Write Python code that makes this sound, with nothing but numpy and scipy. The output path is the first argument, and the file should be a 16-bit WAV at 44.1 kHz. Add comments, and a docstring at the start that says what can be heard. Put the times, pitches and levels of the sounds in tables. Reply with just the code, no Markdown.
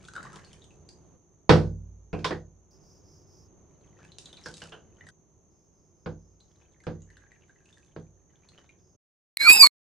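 """Lemon juice gurgles onto ice in a tall glass, then syrup and coconut water: ringing bubbles, splash and fizz.
Drops snap and ring in the glass, and containers knock on the table, setting off its modes and the room.
Shaped noise makes a quiet room with a thin high hiss. After a silence a steel spoon touches a china bowl
and squeals along its rim on gliding bending modes, digging into grains of salt."""
import sys
import numpy as np
from scipy import signal
from scipy.fft import rfft, irfft
from scipy.io import wavfile
from scipy.ndimage import uniform_filter1d

SR = 44100
rng = np.random.default_rng(int(sys.argv[2]) if len(sys.argv) > 2 else 0)


def waveform_to_disk(signal):
    """Save audio, clipped to [-1, 1], as 16-bit WAV at the path in sys.argv[1]."""
    frames = np.transpose(np.atleast_2d(signal))
    scaled = np.clip(frames, -1, 1) * 32767
    samples = np.round(scaled).astype(np.int16)
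    wavfile.write(sys.argv[1], SR, samples)


N = 434385

# The pours as they run, before the overall trims. Each row: time in seconds, gurgle level in dB,
# spray level in dB, central bubble pitch in Hz.
LEMON_POUR = [(0, -61, -59, 1950), (0.14, -65.5, -58.5, 1600), (0.2, -51.5, -75, 1374),
              (0.37, -58, -69, 1073), (0.47, -64.5, -71, 2740), (0.72, -79.5, -79, 2430),
              (0.9, -104, -83, 3400), (1.15, -102, -86, 3020)]
SYRUP_POUR = [(3.7, -80, -84, 2950), (3.9, -77, -88, 2600), (4.02, -62, -86, 1790), (4.15, -74, -86, 3040),
              (4.36, -62, -80, 3320), (4.5, -71, -56, 2210), (4.68, -58.5, -58.5, 2000),
              (4.84, -86.5, -97, 2190), (5.1, -61.5, -80, 1906)]
COCONUT_POUR = [(6.4, -83, -91, 3480), (6.62, -70, -85, 2800), (7.0, -82, -85, 2140),
                (7.15, -70, -100, 2006), (7.8, -72, -73, 2400), (8.2, -87.5, -95, 2160),
                (8.5, -64, -89, 2580), (8.7, -70, -96, 2400), (8.9, -98, -96, 2384)]
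# How each pour falls, in that order. Each row: ring of a bubble in cycles, splash in dB against the bubbles,
# drumming of the table in dB against the gurgle.
POUR_STREAMS = [(6, -1, -1), (6, 0.5, -2), (6.4, -3.5, -14)]
# Density of the trapped bubbles, one entry a pour, in bubbles per second.
POUR_BUBBLES_PER_S = (320, 130, 80)
# Colour of the fine spray, also of the snap of a drop. Each row: frequency in Hz, relative level in dB per Hz.
SPRAY_COLOUR = [(300, -17), (800, -6.5), (1600, -13.5), (3500, 3.5), (5500, 1.5), (7500, 2), (10500, -8.5),
                (12000, -38), (15000, -48)]


def pours():
    """Each stream traps small bubbles, splashes on the ice, throws a fine spray and drums the table."""
    gurgle, spray, drumming = np.zeros((2, N)), np.zeros((2, N)), np.zeros(N)
    t = np.arange(N) / SR
    fizz = colour(patter(per_s=200, spread_db=5.0), SPRAY_COLOUR)
    splash_colour = [(100, 1), (500, 9), (1500, 4), (4000, -8.5), (6000, -5), (12000, -36)]  # Hz, dB per Hz
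    splash = colour(patter(per_s=400, spread_db=5.5), splash_colour)

    liquids = (LEMON_POUR, SYRUP_POUR, COCONUT_POUR)
    for rows, bubbles_per_s, character in zip(liquids, POUR_BUBBLES_PER_S, POUR_STREAMS):
        cycles, splash_db, drum_db = character
        s, body_db, spray_db, hz = np.transpose(rows)
        inside = (t > s[0]) & (t < s[-1])
        bubbles = bubble_stream(s, hz, bubbles_per_s, cycles)
        flow = amp(np.interp(t[inside], s, body_db))
        drumming[inside] = amp(drum_db) * flow
        gurgle[:, inside] += (unit(bubbles[:, inside]) + amp(splash_db) * splash[:, inside]) * flow
        spray += fizz * inside * amp(np.interp(t, s, spray_db))

    # the stream comes in uneven gulps
    gulp_hz, gulp_db = 14, 2.2
    gulps = amp(gulp_db * (unit(wander(N, gulp_hz).real) - 0.34))
    water = amp(-2) * in_glass(gurgle, ring_db=-13) + amp(-2) * spray
    # the falling stream drums the table through the glass
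    drum = cluster(t, hz=160, width_hz=90) * drumming
    return echo(gulps * water + drum, wet_db=-5)


def bubble_stream(s, hz, bubbles_per_s, cycles, scatter=0.204):
    """Bubbles of random time, pitch, size and pan crowd around the pour's central pitch."""
    out = np.zeros((2, N))
    duration = s[-1] - s[0]
    for when, pitch, size, pan in rng.random((int(duration * bubbles_per_s), 4)):
        at = s[0] + when * duration
        bubble_hz = np.interp(at, s, hz) * np.exp(scatter * (4 * pitch - 2))
        ring = bubble(bubble_hz, cycles, rise=0.018)
        add(out, at, amp(23.7 * size) * np.outer([.5 + pan, 1.5 - pan], ring))
    return out


def bubble(hz, cycles, rise):
    """A trapped bubble rings briefly and rises in pitch as it nears the surface."""
    t = np.arange(2600) / SR
    age = t * hz / cycles
    pitch = hz * (1 + rise * np.minimum(age, 3))
    return np.sin(2 * np.pi * np.cumsum(pitch) / SR) * np.exp(-age)


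def patter(per_s, spread_db):
    """Random clicks of uneven size fall a little to the left or right."""
    size = amp(spread_db * np.minimum(rng.exponential(1, N), 3.5))
    size = size * (rng.random(N) < per_s / SR)
    pan = 1 + np.outer([1, -1], rng.uniform(-0.18, 0.41, N))
    return size * rng.choice([-1, 1], N) * pan


# Notes of the air above the drink. Each row: frequency in Hz, relative level in dB,
# t60 in seconds for a drop (doubled under the pours).
GLASS_AIR = [(1580, -6.5, 0.18), (1910, -6, 0.095), (2954, -1, 0.052), (3820, 5.5, 0.022)]


def in_glass(x, ring_db):
    """The air above the drink keeps ringing with whatever splashes in it."""
    t = np.arange(8000) / SR
    ring = 0
    for hz, db, t60 in GLASS_AIR:
        ring = ring + amp(db - 60 * t / (2 * t60)) * cluster(t, hz, 0.061 * hz)
    return x + amp(ring_db) * signal.oaconvolve(x, ring[None] / np.linalg.norm(ring))[:, :N]


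# The clearest drops, bubbles and cracks of ice in the glass, before the overall trim. Each row: start in seconds,
# ring pitch in Hz, ring level in dB, snap level in dB.
GLASS_DROPS = [(0.051, 3480, -61, -65), (0.084, 1495, -50, -60), (0.136, 1410, -55.5, -58),
               (0.153, 1530, -46, -61), (0.163, 1467, -39.5, -57.5), (0.178, 1400, -42, -75),
               (0.229, 1435, -55, -57.5), (0.251, 1100, -49, -68), (0.3303, 1330, -55, -62.5),
               (0.358, 1096, -58, -56), (0.447, 4380, -61, -65), (0.5304, 3100, -64, -61),
               (0.618, 3720, -61.5, -80), (0.641, 3280, -67, -65), (0.706, 2630, -66.5, -78),
               (0.8893, 4800, -55.5, -60.5), (4.048, 1690, -64, -69), (4.119, 3970, -59, -69),
               (4.1844, 3560, -58, -47.5), (4.257, 3870, -50.5, -56), (4.3284, 3540, -53.5, -62),
               (4.3697, 3920, -54, -68), (4.4377, 5430, -56, -68), (4.5398, 3810, -55, -52.5),
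               (4.569, 5200, -65, -55), (5.009, 1905, -53, -81), (5.0674, 1790, -55.5, -66),
               (5.0877, 1550, -56, -59.5), (6.403, 4030, -64.5, -74), (6.8029, 2120, -66, -76),
               (6.8373, 1590, -61.5, -69), (7.019, 6630, -62, -82), (7.102, 1824, -61, -73),
               (7.1693, 1670, -58, -69), (7.3177, 1894, -60, -75.5), (7.494, 1590, -63, -86),
               (7.657, 2710, -68.5, -73), (7.7267, 3536, -64, -72), (8.4876, 4330, -62, -67),
               (8.692, 2450, -61, -79)]


def drops():
    """Each drop or crack is a snap, a rough little ring, a dull plop and the note of the air in the glass."""
    out, t = np.zeros((2, N)), np.arange(12000) / SR
    snap_s, ring_s, plop_s = 0.0028, 0.0047, 0.015  # decay times
    plop_colour = [(60, -18), (200, 6), (900, -3), (2000, -13), (5000, -40)]  # Hz, dB per Hz
    for s, hz, ring_db, snap_db in GLASS_DROPS:
        snap = colour(pair(len(t), 0.2), SPRAY_COLOUR) * np.exp(-t / snap_s) * (1 - np.exp(-t / 0.00019))
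        ring = cluster(t, hz, 0.11 * hz) * np.exp(-t / ring_s) * (1 - np.exp(-t / 0.00079))
        plop = colour(pair(len(t), 0.43), plop_colour) * np.exp(-t / plop_s) * (1 - np.exp(-t / 0.0011))
        glass = 0
        for glass_hz, db, t60 in GLASS_AIR:
            detuned_hz = glass_hz * rng.uniform(0.92, 1.04)
            glass = glass + amp(db - 60 * t / t60) * np.sin(2 * np.pi * detuned_hz * t)
        drop = at_level(snap, snap_db) + at_level(ring, ring_db)
        drop = drop + at_level(plop, ring_db - 15) + at_level(glass, ring_db - 17)
        add(out, s, echo(drop, wet_db=-1))
    return out * amp(-2)


# Blows on the table and its containers. Each row: start in seconds, level in dB before the band balance,
# tilt in dB from one band to the next higher, extra middle in dB of a hollow container, its low ring in Hz,
# low ring level in dB, its high ring in Hz, high ring level in dB, length as a factor on the decay.
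TABLE_BLOWS = [(1.4929, -22, -6.6, 1, 429, -8, 1180, -15, 0.99),
               (2.1293, -44, -10, -2, 696, -3, 2520, 0, 1), (2.19, -62, 0.5, 0, 700, -8, 2600, -8, 1),
               (2.244, -37, .5, 4, 1000, 3, 3560, -8, 0.82), (2.307, -44.5, -8, 5, 345, 2, 1833, -3, .85),
               (4.459, -46, 0.5, -2, 898, -4, 1530, 1.5, 0.92),
               (4.618, -52.5, 1.7, 0, 1553, -3, 2890, 1, 0.75),
               (4.721, -62, -1, 10, 1515, -2, 3000, 3, 1.1),
               (6.0592, -49.5, -10.5, 1, 499, -3, 1503, -9, 0.79),
               (6.867, -47, -10.5, -1, 492, -3, 1553, -9, 0.88),
               (7.9622, -57, -11.5, 1, 490, -3, 1506, -12, .75)]
# The table's modes. Each row: frequency in Hz, relative level in dB, t60 in seconds before the length factor.
TABLE_MODES = [(55.3, -24, 1.3), (72, -24, 0.17), (92.66, -16, .85), (128, -17, .25), (144, -18.5, 0.53),
               (162.2, -9.5, 0.52), (218.7, -19.5, .55), (297, -15.5, .32), (346.5, -17.5, .37),
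               (433.5, -12, .17), (494, -12, .3), (541, -21, .16), (796, -17.5, 0.18), (1083, -18, 0.074),
               (1496, -23.5, .25), (1605.4, -24, .2), (2480, -26, 0.12), (3270, -25, .16)]
# Colour of the burst of a blow. Each row: frequency in Hz, relative level in dB per Hz.
THUD_COLOUR = [(30, -32), (55, -10), (130, 1.5), (250, -6), (450, 0.5), (1000, -5), (2000, -13),
               (5000, -18.5), (7300, -34), (8500, -39.5), (11000, -46), (13000, -71.5)]
# Balance of an untilted blow, in dB: bass, low-mid, high-mid, treble.
BLOW_BALANCE = [-1.87, 2.5, 1.5, -3]


def knocks():
    """A blow is a short crack, the container's ring, the table's modes and the room's answer."""
    out, t = np.zeros((2, N)), np.arange(SR) / SR
    crack_s, ring_t60, width = .003, 0.2, 0.17  # s, s, ring width as a share of its pitch
    for s, level_db, tilt_db, hollow_db, low_hz, low_db, high_hz, high_db, length in TABLE_BLOWS:
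        burst = colour(pair(SR, side=0.53), THUD_COLOUR)
        table = 0
        for hz, db, t60 in TABLE_MODES:
            mode = amp(db - 60 * t / (t60 * length)) * np.sin(2 * np.pi * hz * t)
            table = table + mode * rng.choice([-1, 1])
        container = amp(low_db) * cluster(t, low_hz, width * low_hz)
        container = container + amp(high_db) * cluster(t, high_hz, width * high_hz)

        # the louder the blow, the smaller its crack beside the body
        crack = amp(-17 - 0.3 * level_db) * burst * np.exp(-t / crack_s)
        blow = die_away(burst, length) + crack
        # the heavy table takes a few milliseconds to get moving
        blow = blow + amp(9) * table * (1 - np.exp(-t / 0.0063))
        blow = blow + container * amp(-60 * t / (ring_t60 * length))

        tilt = tilt_db * (np.arange(4) - 1.5)
        hollow = hollow_db * np.array([0, 1, 1, 0])
        band_db = level_db + tilt + hollow + BLOW_BALANCE
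        add(out, s, weigh(blow * np.minimum(t / 0.00077, 1), band_db, size=1300))
    return out * amp([[-1.1], [1.1]])


# Crossovers between the four bands of a blow, in Hz.
BLOW_CROSSOVERS = [400, 1500, 5000]


def weigh(x, band_db, size):
    """Sets the strength of a blow's bass, low-mid, high-mid and treble over its first samples."""
    out = 0
    for edge, db in zip(BLOW_CROSSOVERS + [None], band_db):
        band = x
        if edge:
            low = signal.butter(5, edge, "low", fs=SR, output="sos")
            high = signal.butter(5, edge, "high", fs=SR, output="sos")
            band, x = signal.sosfilt(low, x), signal.sosfilt(high, x)
        out = out + amp(db) * band / np.sqrt(np.mean(band[:, :size] ** 2))
    return out


# The spoon slides out along the rim and part of the way back. Each row: time in seconds,
# place of the contact on its neck from 0 to 1.
SPOON_SLIDE = [(9.385, 0.02), (9.44, 0.15), (9.48, 0.45), (9.535, .89), (9.565, 0.98), (9.59, .89),
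               (9.635, 0.45), (9.672, 0.24)]
# How hard the spoon rubs. Each row: time in seconds, level of its upper modes in dB.
SPOON_PRESS = [(9.385, -75), (9.405, -46), (9.48, -29.5), (9.535, -13), (9.585, -30.5), (9.615, -18),
               (9.672, -27)]
# Upper modes. Each row: Hz at place 0, Hz at place 1, width in Hz, relative level in dB.
SPOON_UPPER = [(6350, 7480, 240, -2), (7670, 8150, 130, 1.5), (9850, 10250, 380, -12),
               (11200, 11350, 93, 2), (13900, 13750, 450, -6.5), (14800, 14900, 500, -18)]
# Colour of the grinding salt. Each row: frequency in Hz, relative level in dB per Hz.
SALT_COLOUR = [(40, -13.5), (250, -4), (700, -6.5), (1100, -3), (2200, -2), (3100, -9.5), (4700, 6),
               (5300, 1), (6000, -18.5), (7000, -6.5), (8000, -2), (9200, -13), (10400, -11), (11300, 1),
               (12900, -18), (13900, -7), (15000, -13.5), (16500, -32)]
# Lumps of salt giving way. 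Each row: time in seconds, level in dB.
SALT_CRUNCHES = [(9.504, -21), (9.565, -33), (9.635, -26), (9.67, -29)]
# The china ringing under the spoon. Each row: frequency in Hz, peak amplitude in dB before its swell.
CHINA_BOWL = [(3760, -29.5), (6250, -54)]


def spoon():
    """A damped tap, then the squealing slide with salt grains grinding beneath it."""
    out, t = np.zeros((2, N)), np.arange(9.38, 9.7, 1 / SR)
    touch_s, stop_s = 9.3708, 9.6725
    slide = np.interp(t, *np.transpose(SPOON_SLIDE))
    slide = np.maximum(uniform_filter1d(slide, size=500), 0)
    # the squeal grows as the steel bites
    bite_db = np.interp(t, [9.39, 9.408], [-27, 0])

    upper = 0
    for near_hz, far_hz, width_hz, db in SPOON_UPPER:
        pitch = near_hz + (far_hz - near_hz) * slide
        turn = np.exp(2j * np.pi * np.cumsum(pitch) / SR)
        upper = upper + amp(db) * (wander(len(t), width_hz) * turn).real
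    upper = signal.sosfilt(signal.butter(3, 5500, "high", fs=SR, output="sos"), upper)
    upper = close_stereo(unit(upper), right_db=0.5, lag_ms=.03)
    upper = upper * amp(np.interp(t, *np.transpose(SPOON_PRESS)))

    grains = pair(len(t), 0.17) * amp(2.8 * wander(len(t), 500).real)
    crunch_s = 0.011
    crunch = sum(amp(db) * np.exp(-((t - s) / crunch_s) ** 2) for s, db in SALT_CRUNCHES)
    grit = colour(grains, SALT_COLOUR) * (amp(-36 + bite_db) + crunch)

    china = sum(amp(db) * np.sin(2 * np.pi * hz * t) for hz, db in CHINA_BOWL)
    china = china * np.interp(t, [9.49, 9.525, 9.57, 9.61], [0.046, 1, 0.67, 0.086])
    stop = amp(np.interp(t, [stop_s, stop_s + 0.001, stop_s + 0.025], [0, -38, -70]))
    stop = stop * signal.windows.tukey(len(t), .03)
    add(out, t[0], (spoon_modes(t, slide, bite_db) + upper + grit + china) * stop)
    add(out, touch_s, spoon_tap())
    return out


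def spoon_tap(peak_s=0.0013):
    """The first touch is a few steel partials and noise under one swift swell and fall."""
    age = np.arange(600) / SR
    partials = [(2200, -3), (4200, 0.5), (9900, -8), (11100, -1.0), (13900, -24)]  # Hz, dB
    tap = sum(amp(db) * np.sin(2 * np.pi * hz * age) for hz, db in partials)
    tap = close_stereo(tap, right_db=1, lag_ms=0.057) + .5 * pair(len(age), 0.49)
    return amp(-25) * tap * age / peak_s * np.exp(1 - (age / peak_s) ** 2 / 2)


# The spoon's three lowest bending modes. Each row: Hz at place 0, Hz at place 1, bow of the glide as an exponent,
# sag in Hz per second as it digs in, base level in dB, place where the mode sings best, reach of that place,
# gain there going out in dB, gain there coming back in dB.
SPOON_BENDS = [(2093, 1080, .44, -1180, -36.5, 0.43, 0.12, 17, 19),
               (2190, 2730, .95, -480, -25.5, 0.61, 0.31, 19, 6.5),
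               (4000, 5100, 0.99, 2, -26.5, 0.54, 0.32, 6, 22)]


def spoon_modes(t, slide, bite_db, jitter_hz=12):
    """The sliding contact retunes the bending modes; stick and slip makes each sing as its best place passes."""
    out, going_out = 0, t < t[np.argmax(slide)]
    # one entry a mode: base roughness, level of right over left in dB, lag of the right in ms
    voicing = [(.45, 1, .06), (.15, 5, .115), (.15, 4.5, .052)]
    for mode, (rough, right_db, lag_ms) in zip(SPOON_BENDS, voicing):
        near_hz, far_hz, bow, sag_hz_per_s, db, best, reach, out_db, back_db = mode
        pitch = near_hz + (far_hz - near_hz) * slide ** bow + sag_hz_per_s * (t - t[0])
        pitch = pitch + jitter_hz * wander(len(t), 200).real
        nearness = np.exp(-((slide - best) / reach) ** 2)
        level_db = db + bite_db + np.where(going_out, out_db, back_db) * nearness
        # a strongly driven mode locks into a purer tone
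        share = rough + np.interp(level_db, [-28, -12], [.4, .08])
        flutter = np.sqrt(1 - share ** 2) + share * wander(len(t), 200)
        turn = np.exp(2j * np.pi * np.cumsum(pitch) / SR)
        tone = unit((flutter * turn).real) * amp(level_db)
        out = out + close_stereo(tone, right_db, lag_ms)
    return out


def close_stereo(x, right_db, lag_ms):
    """A close source arrives earlier in the left channel and louder in the right."""
    fine = signal.resample_poly(x, 4, 1)  # four times finer, for a lag of a few samples
    place = np.arange(len(fine))
    late = np.interp(place[::4] - lag_ms * SR * 4 / 1000, place, fine)
    return np.array([x, late]) * unit(amp([[-right_db / 2], [right_db / 2]]))


# Colour of the low room noise. Each row: frequency in Hz, relative level in dB per Hz.
AIR_COLOUR = [(15, -35), (25, -13), (96, 0.5), (119, -6), (158, -2.5), (245, -13), (370, -6.5), (460, -14),
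              (651, -19), (774, -21), (1120, -25), (1590, -34.5), (4500, -44), (5850, -73), (9900, -120)]
# Steps of the room noise, on top of its base level. Each row: start in seconds, level in dB.
AIR_LEVELS = [(0, 11.5), (1.169, 5), (2.72, 10), (5.11, 4.5)]
# Colour of the thin hiss. Each row: frequency in Hz, relative level in dB per Hz.
HISS_COLOUR = [(3000, -36), (5400, -28), (5850, -8), (6300, 4), (6650, 0.5), (6900, -10.5), (7200, -27.5),
               (8500, -35.5), (10000, -25), (11500, -38)]
# Bouts of faint high chirring. Each row: start in seconds, end in seconds, level in dB before the throb.
CHIRR_BOUTS = [(2.71, 3.483, -65.5), (5.503, 6.62, -81), (8.78, 8.974, -77.5)]


def room_tone():
    """Low noise in level steps, a thin hiss that partly follows them and faint throbbing chirrs; all end by 8.965 s."""
    t = np.arange(N) / SR
    since, step_db = np.transpose(AIR_LEVELS)
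    level_db = uniform_filter1d(step_db[np.searchsorted(since[1:], t)], size=600)
    air = colour(pair(N, 0.45), AIR_COLOUR) * amp(-68 + level_db)
    hiss = amp(-72 + .35 * level_db) * colour(pair(N, .8), HISS_COLOUR)
    out = air + hiss
    chirr_colour = [(4200, -45), (4800, -10.5), (5400, -6), (6200, -12), (7000, -36)]  # Hz, dB per Hz
    chirr = colour(pair(N, 0.19), chirr_colour)
    throb_s = 0.228
    for start, end, db in CHIRR_BOUTS:
        throb = abs(np.sin(np.pi * (end - t) / throb_s)) ** 0.5
        out += amp(db) * chirr * ((t > start) & (t < end)) * throb
    return out * np.interp(t, [8.955, 8.965], [1, 0])


# Decay of the room. Each row: frequency in Hz, t60 in seconds before any length factor.
ROOM_DECAY = [(60, 0.71), (160, .45), (420, .36), (1100, 0.23), (2900, 0.21), (7700, 0.3)]


def die_away(x, length=1):
    """Lets each frequency decay as it does in the room."""
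    hz, t, z = signal.stft(x, SR, nperseg=512)
    t60 = length * read(ROOM_DECAY, hz)[:, None]
    return signal.istft(z * amp(-60 * t / t60), SR, nperseg=512)[1][:, :x.shape[1]]


def echo(x, wet_db):
    """Adds the kitchen's reverberation, decaying noise after a short gap, to a stereo sound."""
    tail = die_away(pair(16000, 0.77))
    tail[:, :130] = 0
    wet = signal.fftconvolve(x, tail / np.linalg.norm(tail[0]), axes=1)
    return x + amp(wet_db) * wet[:, :x.shape[1]]


def cluster(t, hz, width_hz):
    """A crowd of close modes about one frequency, at rms 1."""
    return unit((wander(len(t), width_hz) * np.exp(2j * np.pi * hz * t)).real)


def wander(size, width_hz):
    """A complex random envelope of rms 1, as of a steep-sided resonance of this width."""
    z = rng.standard_normal((size + 2000, 2)) @ [1, 1j]
    r = np.exp(-np.pi * width_hz / SR)
    z = signal.lfilter([1], [1, -2 * r, r * r], z)[2000:]
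    return z / np.sqrt(np.mean(abs(z) ** 2))


def pair(size, side):
    """Stereo white noise whose channels differ by the share side."""
    mid, diff = rng.standard_normal((2, size))
    return unit(np.array([mid + side * diff, mid - side * diff]))


def colour(x, spectrum):
    """Gives a sound a spectrum, at rms 1."""
    size = x.shape[-1]
    gain = amp(read(spectrum, np.fft.rfftfreq(size, 1 / SR)))
    return unit(irfft(rfft(x) * gain, size))


def read(points, hz):
    """Reads a table along a logarithmic frequency axis."""
    f, value = np.transpose(points)
    return np.interp(np.log(hz + 1), np.log(f + 1), value)


def at_level(x, db, size=1300):
    """Sets the level of a short sound over its first samples."""
    return amp(db) * x / np.sqrt(np.mean(x[..., :size] ** 2))


def amp(db):
    """Turns dB into an amplitude factor."""
    return 10 ** (np.asarray(db) / 20)


def unit(x):
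    """Scales to rms 1."""
    return x / np.sqrt(np.mean(x ** 2) + 1e-24)


def add(mix, s, sound):
    """Adds a sound to the stereo mix at time s."""
    part = mix[:, max(round(s * SR), 0):][:, :sound.shape[-1]]
    part += sound[..., :part.shape[1]]


def scene():
    """The three pours with their drops, the knocks and the spoon over the room tone."""
    # the sound of the drink and its echo is cut dead at 5.11 s, and is let in again by 5.6 s
    heard = np.interp(np.arange(N) / SR, [5.104, 5.11, 5.5, 5.6], [1, 0, 0, 1])
    drink = (pours() + drops()) * heard
    room = room_tone() * amp([[-.8], [.8]])
    return drink + knocks() + spoon() + room


def record(dry):
    """Clips at full scale, then cuts the treble above 15.75 kHz."""
    low_pass = signal.firwin(401, 15750, window=("kaiser", 9), fs=SR)
    return signal.oaconvolve(np.clip(dry, -1, 1), low_pass[None], "same")


dry = scene()
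out = record(dry)
waveform_to_disk(out)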